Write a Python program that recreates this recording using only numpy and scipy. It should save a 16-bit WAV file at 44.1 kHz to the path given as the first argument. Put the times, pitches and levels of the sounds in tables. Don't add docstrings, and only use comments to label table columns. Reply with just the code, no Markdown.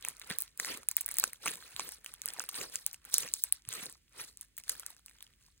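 import sys
import numpy as np
from scipy import signal
from scipy.fft import rfft, irfft, next_fast_len
from scipy.io import wavfile
from scipy.ndimage import uniform_filter1d, map_coordinates

SR = 44100
rng = np.random.default_rng(int(sys.argv[2]) if len(sys.argv) > 2 else 0)


def wrap_up_sound(samples):
    columns = np.atleast_2d(samples).T
    tamed = np.clip(columns, -1, 1)
    steps = np.round(tamed * 32767).astype(np.int16)
    wavfile.write(sys.argv[1], SR, steps)


def convert_level_to_amplitude(level_db):
    exponent = np.asarray(level_db, float) / 20
    return 10 ** exponent


N = 246959

# t/s, snap level/dB, snap f/Hz, ring level/dB, ring f/Hz
CLEAR_POCKETS = [(0.05, -19.5, 8900, -20.5, 2400), (0.078, -34.5, 11100, -38.5, 1000),
                 (0.0858, -11, 11200, -37.5, 1740), (0.216, -32, 5630, -34.5, 2100),
                 (0.274, -27, 11900, -58, 1460), (0.305, -37, 5600, -24.5, 1790),
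                 (0.312, -25, 8900, -24.5, 1900), (0.3862, -6, 12200, -52, 1630),
                 (0.4048, -12.5, 11400, -74, 2780), (0.4135, -16.5, 11500, -71, 3250),
                 (0.4217, -7.5, 12100, -62, 1640), (0.4362, -26, 12800, -80, 1500),
                 (0.5756, -22.5, 11100, -70, 1510), (0.5993, -12.5, 6700, -18.5, 1880),
                 (0.6478, -22, 6850, -23, 1920), (0.6869, -43, 6700, -28, 2630),
                 (0.7738, -19.5, 9400, -59, 453), (0.8323, -35, 6660, -45, 1260),
                 (0.8873, -2.5, 10400, -32, 2400), (0.9139, -14.5, 9200, -37.5, 2200),
                 (0.9677, 2, 13200, -28.5, 2420), (0.9808, -40, 9200, -31, 2080),
                 (0.986, -35.5, 6000, -38, 1910), (1.0096, -11.5, 11800, -40.5, 2190),
                 (1.013, -10, 11200, -38, 2840), (1.062, -8, 12600, -61, 1460),
                 (1.08, -21, 11600, -34.5, 1830), (1.0894, -16, 9300, -31.5, 1830),
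                 (1.1136, -13.5, 10400, -42, 1720), (1.12, -21, 10700, -57, 2900),
                 (1.1418, -16.5, 10400, -49, 2130), (1.157, -29, 8700, -44, 2280),
                 (1.1696, -17.5, 8800, -33.5, 2050), (1.1854, -2, 9400, -33.5, 1870),
                 (1.1987, -0.5, 12200, -49, 1410), (1.2305, -82, 7900, -33, 1120),
                 (1.2397, -3.5, 7630, -18, 1430), (1.2778, -33, 9100, -55, 3010),
                 (1.3324, -21, 12400, -34.5, 2050), (1.4596, -11.5, 8800, -27, 1200),
                 (1.464, -61, 8500, -21, 1250), (1.4767, -24, 8200, -14.5, 2550),
                 (1.4814, -17, 8500, -18, 2500), (1.5564, -26.5, 8500, -36, 3490),
                 (1.6257, -43, 6860, -38, 1500), (1.7639, -24.5, 8300, -21, 3830),
                 (1.7964, -16, 6600, -22.5, 1036), (1.8908, -18.5, 10500, -40.5, 1690),
                 (1.9214, -21, 10800, -51, 2610), (2.0455, -26.5, 10800, -41.5, 1660),
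                 (2.062, -25.5, 7300, -25, 2830), (2.139, -22, 11100, -44.5, 1420),
                 (2.218, -19.5, 6900, -45, 2320), (2.2583, -7.5, 10900, -50.5, 520),
                 (2.2782, -23.5, 10200, -36.5, 1690), (2.2868, -17.5, 5700, -41, 1550),
                 (2.304, -31.5, 4770, -29.5, 3430), (2.3366, -20, 9900, -53, 3210),
                 (2.366, -50, 6000, -42.5, 980), (2.388, -40, 6100, -36.5, 750),
                 (2.3964, -13, 5830, -56, 2320), (2.4038, -44, 6100, -28.5, 1420),
                 (2.4195, -24, 11800, -47, 1720), (2.4396, -23, 11200, -38, 1450),
                 (2.4897, -19.5, 11400, -28.5, 3160), (2.4915, -14, 9000, -34.5, 1130),
                 (2.5138, -29, 7300, -60, 1980), (2.544, -30.5, 5060, -27.5, 3900),
                 (2.6136, -26.5, 9450, -25, 2620), (2.7572, -12, 7300, -32, 2940),
                 (2.8644, -3, 9240, -50, 3540), (2.931, -18.5, 13000, -48, 2090),
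                 (2.9441, -27.5, 9200, -34.5, 2700), (3.0515, -24.5, 11300, -49.5, 1400),
                 (3.1419, 2, 6900, -32, 2600), (3.1825, 0, 10500, -26, 2860),
                 (3.2045, -17, 11800, -45, 3250), (3.233, -40, 5100, -28, 2800),
                 (3.277, -45, 7400, -29.5, 2500), (3.3384, -7, 8130, -31.5, 3560),
                 (3.366, -57, 4200, -34, 3920), (3.4382, 1, 11600, -48, 2260),
                 (3.5244, -3, 11400, -18, 4070), (3.689, -13.5, 10600, -43, 1370),
                 (3.7279, -18.5, 7300, -29, 3370), (3.738, -17.5, 8140, -38, 1310),
                 (3.8586, -21, 9500, -47, 3460), (3.8979, -27, 8970, -53, 1000),
                 (3.926, -27.5, 9000, -68, 3180), (3.955, -65, 7000, -55, 1200),
                 (4.3728, -26.5, 9160, -76, 2910), (4.4116, -18.5, 10440, -49, 3160),
                 (4.5679, -29, 8780, -74, 2750), (4.5794, -18.5, 13200, -40, 1860),
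                 (4.584, -21.5, 14200, -38.5, 3300), (4.6377, -33.5, 5470, -44.5, 2930),
                 (4.681, -28, 7200, -41, 1600), (4.6949, -8.5, 7300, -33.5, 1590),
                 (4.698, -14, 7000, -33.5, 1885), (4.753, -31, 11400, -42, 1480),
                 (4.7971, -17, 10070, -48, 1370), (4.833, -53, 8100, -38, 1370),
                 (4.8638, -17, 8200, -40, 1550), (4.9043, -28.5, 10500, -55, 870),
                 (4.966, -42.5, 7000, -53, 1560), (4.994, -48, 6950, -54.5, 1330),
                 (5.0616, -26, 11100, -74, 3200), (5.0826, -45, 7000, -41, 2630),
                 (5.096, -39, 8300, -46.5, 2270), (5.112, -45, 7200, -50, 1830),
                 (5.155, -55, 7000, -60.5, 1510), (5.1863, -56.5, 4970, -45, 3250),
                 (5.207, -39, 4400, -39.5, 3450), (5.226, -28, 10900, -37, 3600),
                 (5.252, -58, 6000, -59.5, 1610), (5.33, -63, 6000, -62, 2100),
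                 (5.426, -49, 7000, -60, 3500), (5.464, -47, 5150, -67, 2820),
                 (5.484, -60, 5950, -60, 1020), (5.578, -50.5, 7000, -64, 3330)]
# full grip t/s, held/s, fizz level/dB, squelch level/dB, build-up/(dB/s)
HAND_SQUEEZES = [(0.067, 0.013, -50, -52.5, 265), (0.23, 0.017, -59, -60.5, 153),
                 (0.303, 0.012, -45, -43, 596), (0.40, 0.011, -71, -74, 205.5),
                 (0.6, 0.062, -42, -51.5, 1500), (0.691, 0.044, -45, -44, 237),
                 (1.094, 0.013, -59, -56, 251), (1.236, 0.021, -47.5, -51.5, 85.5),
                 (1.472, 0.014, -35.5, -39, 428.5), (1.6, 0.34, -56, -61.5, 205.5),
                 (1.798, 0.046, -46, -49, 400), (1.89, 0.021, -53.5, -66, 300),
                 (2.069, 0.058, -60.5, -65.5, 233.5), (2.283, 0.024, -53.5, -54, 170.5),
                 (2.412, 0.011, -49.5, -51, 168), (2.552, 0.035, -43.5, -46.5, 493.5),
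                 (2.609, 0.013, -41, -45.5, 302.5), (2.748, 0.0067, -44.5, -53.5, 305.5),
                 (3.057, 0.032, -63, -60, 480), (3.137, 0.064, -37, -52, 519),
                 (3.228, 0.025, -46, -49.5, 310.5), (3.357, .04, -45, -68.5, 396),
                 (3.722, 0.11, -43, -47.5, 450), (4.167, 0.026, -55, -55.5, 505),
                 (4.198, 0.0067, -45, -49.5, 391), (4.269, 0.0068, -56.5, -74, 202),
                 (4.703, 0.0085, -43.5, -53, 443), (4.771, 0.14, -61.5, -65, 203.5),
                 (5.09, 0.098, -73, -76.5, 165), (5.271, 0.047, -74.5, -79, 200),
                 (5.42, 0.052, -71.5, -81.5, 179)]
# t/s, level/dB before the swell, f/Hz
LUMP_THUMPS = [(0.085, -47, 168), (0.308, -28.5, 194), (0.748, -40, 267), (1.47, -49, 160),
               (1.559, -48, 212), (1.745, -47, 130), (3.143, -48.5, 250), (3.266, -49, 298),
               (3.677, -38.5, 120), (3.827, -39, 222), (4.209, -49, 131)]
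# f/Hz, level/dB
FIZZ_SPECTRUM = [(1500, -38), (4000, 9), (7000, 3.5), (10000, 8), (15500, 2)]
# f/Hz, level/dB
SQUELCH_SPECTRUM = [(200, -20), (600, -10.5), (1200, -5), (2200, 0), (4000, -2), (5500, -21.5),
                    (8000, -40.5)]
# f/Hz, level/dB
THUD_SPECTRUM = [(50, -30.5), (120, -12.5), (200, -13), (500, -6), (1000, -27.5)]
# f/Hz, level/dB
QUIET_SPECTRUM = [(25, -46), (45, 0), (70, -8.5), (130, -14.5), (300, -21.5), (800, -41.5), (1300, -35),
                  (2000, -27.5), (5000, -30.5), (10000, -32.5), (15500, -34.5)]
# f/Hz, correlation/1
LIKENESS = [(50, 0.96), (250, 0.62), (600, 0.2), (1200, 0.76), (3000, 0.08), (6000, 0.94)]
# f/Hz, t60/s
ROOM_DECAY = [(300, .15), (2000, .11), (10000, .06)]
# f/Hz, lead/rad
LEFT_LEAD = [(300, 0), (1700, .1), (2600, .6), (3450, 1.8), (5170, 3.3), (6900, 5.1), (8600, 6.4),
             (12060, 9.2), (15500, 12.0)]
# f/Hz, left minus right level/dB
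PORT_TILT = [(60, 0), (200, -3), (1200, 0), (2500, -3.5), (6000, 0)]


def unit(x):
    return x / np.sqrt(np.mean(x ** 2) + 1e-20)


def along(points, hz):
    f, v = np.transpose(points)
    return np.interp(np.log(hz + 1), np.log(f + 1), v)


def filtered(x, response):
    m = next_fast_len(N + SR // 2)
    return irfft(rfft(x, m) * response(np.fft.rfftfreq(m, 1 / SR)), m)[..., :N]


def low_cut(f, corner_hz):
    return 1j * f / corner_hz / (1 + 1j * f / corner_hz)


def wobble(knots_per_s):
    knots = rng.standard_normal(int(N * knots_per_s / SR) + 4)
    return map_coordinates(knots, [np.arange(N) * knots_per_s / SR])


def patchy(depth_db):
    z = signal.stft(rng.standard_normal((2, N)), nperseg=256)[2]
    field = rng.standard_normal(z.shape[1:])
    field = uniform_filter1d(field, size=9, axis=0)
    field = uniform_filter1d(field, size=5, axis=1)
    return unit(signal.istft(z * convert_level_to_amplitude(depth_db * unit(field)), nperseg=256)[1][:, :N])


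def spread(pair, spectrum):
    def mid_side(hz):
        gain = convert_level_to_amplitude(along(spectrum, hz) - 25 * (hz > 15900))
        angle = np.arccos(np.clip(along(LIKENESS, hz), -1, 1)) / 2
        return gain * [np.cos(angle), np.sin(angle)]

    mid, side = filtered(pair, mid_side)
    return unit(np.array([mid + side, mid - side]))


def lay(t_s, rows):
    at = np.round(t_s * SR).astype(int)[:, None] + np.arange(rows.shape[1])
    return np.bincount(at.ravel(), rows.ravel(), N + rows.shape[1])[:N]


def quiet():
    return convert_level_to_amplitude(-71.0) * spread(rng.standard_normal((2, N)), QUIET_SPECTRUM)


def swells(t_s, held_s, level_db, rise_db_s, fade_db_s):
    step = 32
    late_s = np.arange(0, N, step) / SR - t_s[:, None]
    build_db = np.reshape(rise_db_s, (-1, 1)) * np.maximum(-late_s, 0)
    fade_db = fade_db_s * np.maximum(late_s - np.reshape(held_s, (-1, 1)), 0)
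    power = (convert_level_to_amplitude(level_db[:, None] - build_db - fade_db) ** 2).sum(0)
    return np.repeat(10 * np.log10(power + 1e-12), step)[:N]


def effort():
    t_s, held_s, fizz_db, squelch_db, rise_db_s = np.transpose(HAND_SQUEEZES)
    burst_s, snap_db = np.transpose(CLEAR_POCKETS)[:2]

    def after(level_db, share, fade_db_s):
        return swells(burst_s, 0, level_db + share * snap_db, 1e4, fade_db_s)

    def power_sum(a_db, b_db):
        return 10 * np.log10(convert_level_to_amplitude(a_db) ** 2 + convert_level_to_amplitude(b_db) ** 2)

    fizz = swells(t_s, held_s, fizz_db, rise_db_s, fade_db_s=223.5)
    squelch = swells(t_s, held_s, squelch_db, rise_db_s, fade_db_s=254.5)
    thud = swells(t_s, held_s, squelch_db - 10, rise_db_s, fade_db_s=183.5)
    fizz = power_sum(fizz, after(level_db=-42.5, share=0.62, fade_db_s=380))
    squelch = power_sum(squelch, after(level_db=-55.5, share=0.69, fade_db_s=260))
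    return fizz, squelch, thud


def grains(count, hz, octaves, cycles, scatter_db, size):
    when, big, phase = rng.random((count, 3)).T
    pitch_hz = np.clip(hz * 2 ** (octaves * rng.standard_normal(count)), 100, SR / 2.3)[:, None]
    t = np.arange(size) / SR
    strength = convert_level_to_amplitude(-scatter_db * np.log(1.01 - big))[:, None]
    ring = np.sin(2 * np.pi * (pitch_hz * t + phase[:, None])) * np.exp(-t * pitch_hz / cycles)
    return unit(lay(when * (N - 1) / SR, strength * ring))


def kneading(fizz_db, squelch_db, thud_db):
    jerk_db = 2 * wobble(90)
    dense = np.clip((fizz_db + 72) / 30, .15, .78)

    def mix(bits, rush):
        return np.sqrt(1 - dense) * np.array(bits) + np.sqrt(dense) * rush

    threads = [grains(count=5000, hz=8500, octaves=.6, cycles=1.6, scatter_db=4.8, size=64)
               for _ in range(2)]
    folds = [grains(count=6000, hz=1957, octaves=0.823, cycles=6.1, scatter_db=3.0, size=400)
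             for _ in range(2)]
    fizz = convert_level_to_amplitude(fizz_db + jerk_db) * spread(mix(threads, patchy(6.1)), FIZZ_SPECTRUM)
    squelch = convert_level_to_amplitude(squelch_db + jerk_db) * spread(mix(folds, patchy(6.4)), SQUELCH_SPECTRUM)
    thud = convert_level_to_amplitude(thud_db + 2.1 * wobble(28)) * spread(patchy(2.8), THUD_SPECTRUM)
    return fizz + squelch + thud


def small_pockets(fizz_db):
    count, spread_db = 170, 6.5
    t_s = .01 + rng.random(count) * (N / SR - .02)
    a, b, c, d = rng.standard_normal((count, 4)).T
    busy_db = 0.64 * (np.maximum(fizz_db[(t_s * SR).astype(int)], -95) + 60)
    snap_db = -45.5 + busy_db + spread_db * a
    snap_hz = np.clip(8500 * 2 ** (1.2 * b), 3000, 14000)
    ring_db = -62 + busy_db + spread_db * c
    ring_hz = 2053 * 2 ** (.5 * d)
    return np.transpose([t_s, snap_db, snap_hz, ring_db, ring_hz])


def to_peak(rows):
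    return rows / abs(signal.hilbert(rows)).max(1, keepdims=True)


def film_snap(t, f, snap_hz, wetness_db):
    tear_cycles, scatter, longer_db_per_db = 1.62, .15, 0.39
    ms = 1000 * tear_cycles / snap_hz * convert_level_to_amplitude(longer_db_per_db * np.clip(wetness_db, -12, 22))
    ms = ms * np.exp(scatter * rng.standard_normal(snap_hz.shape))
    life = t * 1000 / ms
    shape = np.where(t < 0, np.exp(2 * life), np.exp(-1.4 * life) + 0.14 * np.exp(-t / 0.0013))
    crack = 0.038 / ms ** 2 * (abs(t) < .5 / SR)
    tear = rng.standard_normal(shape.shape) * shape + crack
    film = 1j * f * 1.3 * snap_hz / (snap_hz * snap_hz - f * f + 1j * f * 0.48 * snap_hz)
    steep = (1j * f / (.7 * snap_hz) / (1 + 1j * f / (0.38 * snap_hz))) ** 2
    body = convert_level_to_amplitude(-21.5) * low_cut(f, 2400) ** 2 / (1 + 1j * f / snap_hz)
    return to_peak(irfft(rfft(tear) * (film * steep + body)))


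def pocket_ring(t, f, ring_hz):
    turns = ring_hz * np.maximum(t, 0) + np.minimum(0.69 + ring_hz * t, .7).clip(0)
    upper = rng.uniform(1.5, 2.6, ring_hz.shape)
    modes = np.sin(2 * np.pi * turns * (1 + 0.0078 * turns)) + 0.61 * np.sin(2 * np.pi * upper * turns)
    ring = modes * np.exp(-turns / 1.62) * (1 - np.exp(-turns / 0.15))
    return to_peak(irfft(rfft(ring) * low_cut(f, .18 * ring_hz) ** 2))


def pops(pockets):
    t_s, snap_db, snap_hz, ring_db, ring_hz = np.transpose(pockets)[:, :, None]
    lead_s = .002
    t = np.arange(512) / SR - lead_s
    f = np.fft.rfftfreq(len(t), 1 / SR)
    wetness_db = ring_db - snap_db + 21
    snap = convert_level_to_amplitude(snap_db) * film_snap(t, f, snap_hz, wetness_db)
    ring = convert_level_to_amplitude(ring_db) * pocket_ring(t, f, ring_hz)
    return lay(t_s[:, 0] - lead_s, snap + ring)


def room(x):
    hz, t, z = signal.stft(rng.standard_normal((2, SR // 4)), SR, nperseg=256)
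    decay = convert_level_to_amplitude(-60 * t / along(ROOM_DECAY, hz)[:, None])
    tail = signal.istft(z * decay, SR, nperseg=256)[1]
    return signal.fftconvolve(x[None], tail / np.linalg.norm(tail[0]), axes=1)[:, :N]


def thumps():
    t_s, level_db, hz = np.transpose(LUMP_THUMPS)[:, :, None]
    turns = hz * np.arange(4096) / SR
    swell = turns / 0.55 * np.exp(-turns / 0.54)
    swing = np.sin(2 * np.pi * turns / (1 + 0.014 * turns))
    return lay(t_s[:, 0], convert_level_to_amplitude(level_db) * swing * swell)


def scene():
    levels_db = effort()
    burst = pops(np.vstack([CLEAR_POCKETS, small_pockets(levels_db[0])]))
    answer = convert_level_to_amplitude(-22) * room(burst)
    return burst + answer + thumps() + kneading(*levels_db) + quiet()


def roll_off(x):
    return signal.sosfilt(signal.butter(12, 17160, fs=SR, output="sos"), x)


def record(dry):
    top_hz = 16700

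    def ports(hz):
        left = convert_level_to_amplitude(along(PORT_TILT, hz) / 2) * np.exp(.5j * along(LEFT_LEAD, hz))
        return np.array([left, 1 / left]) / (1 + (hz / top_hz) ** 60)

    x = filtered(dry, ports)
    mix = x / (1 + abs(x / .9) ** 5) ** .2
    return roll_off(mix)


dry = scene()
out = record(dry)
wrap_up_sound(out)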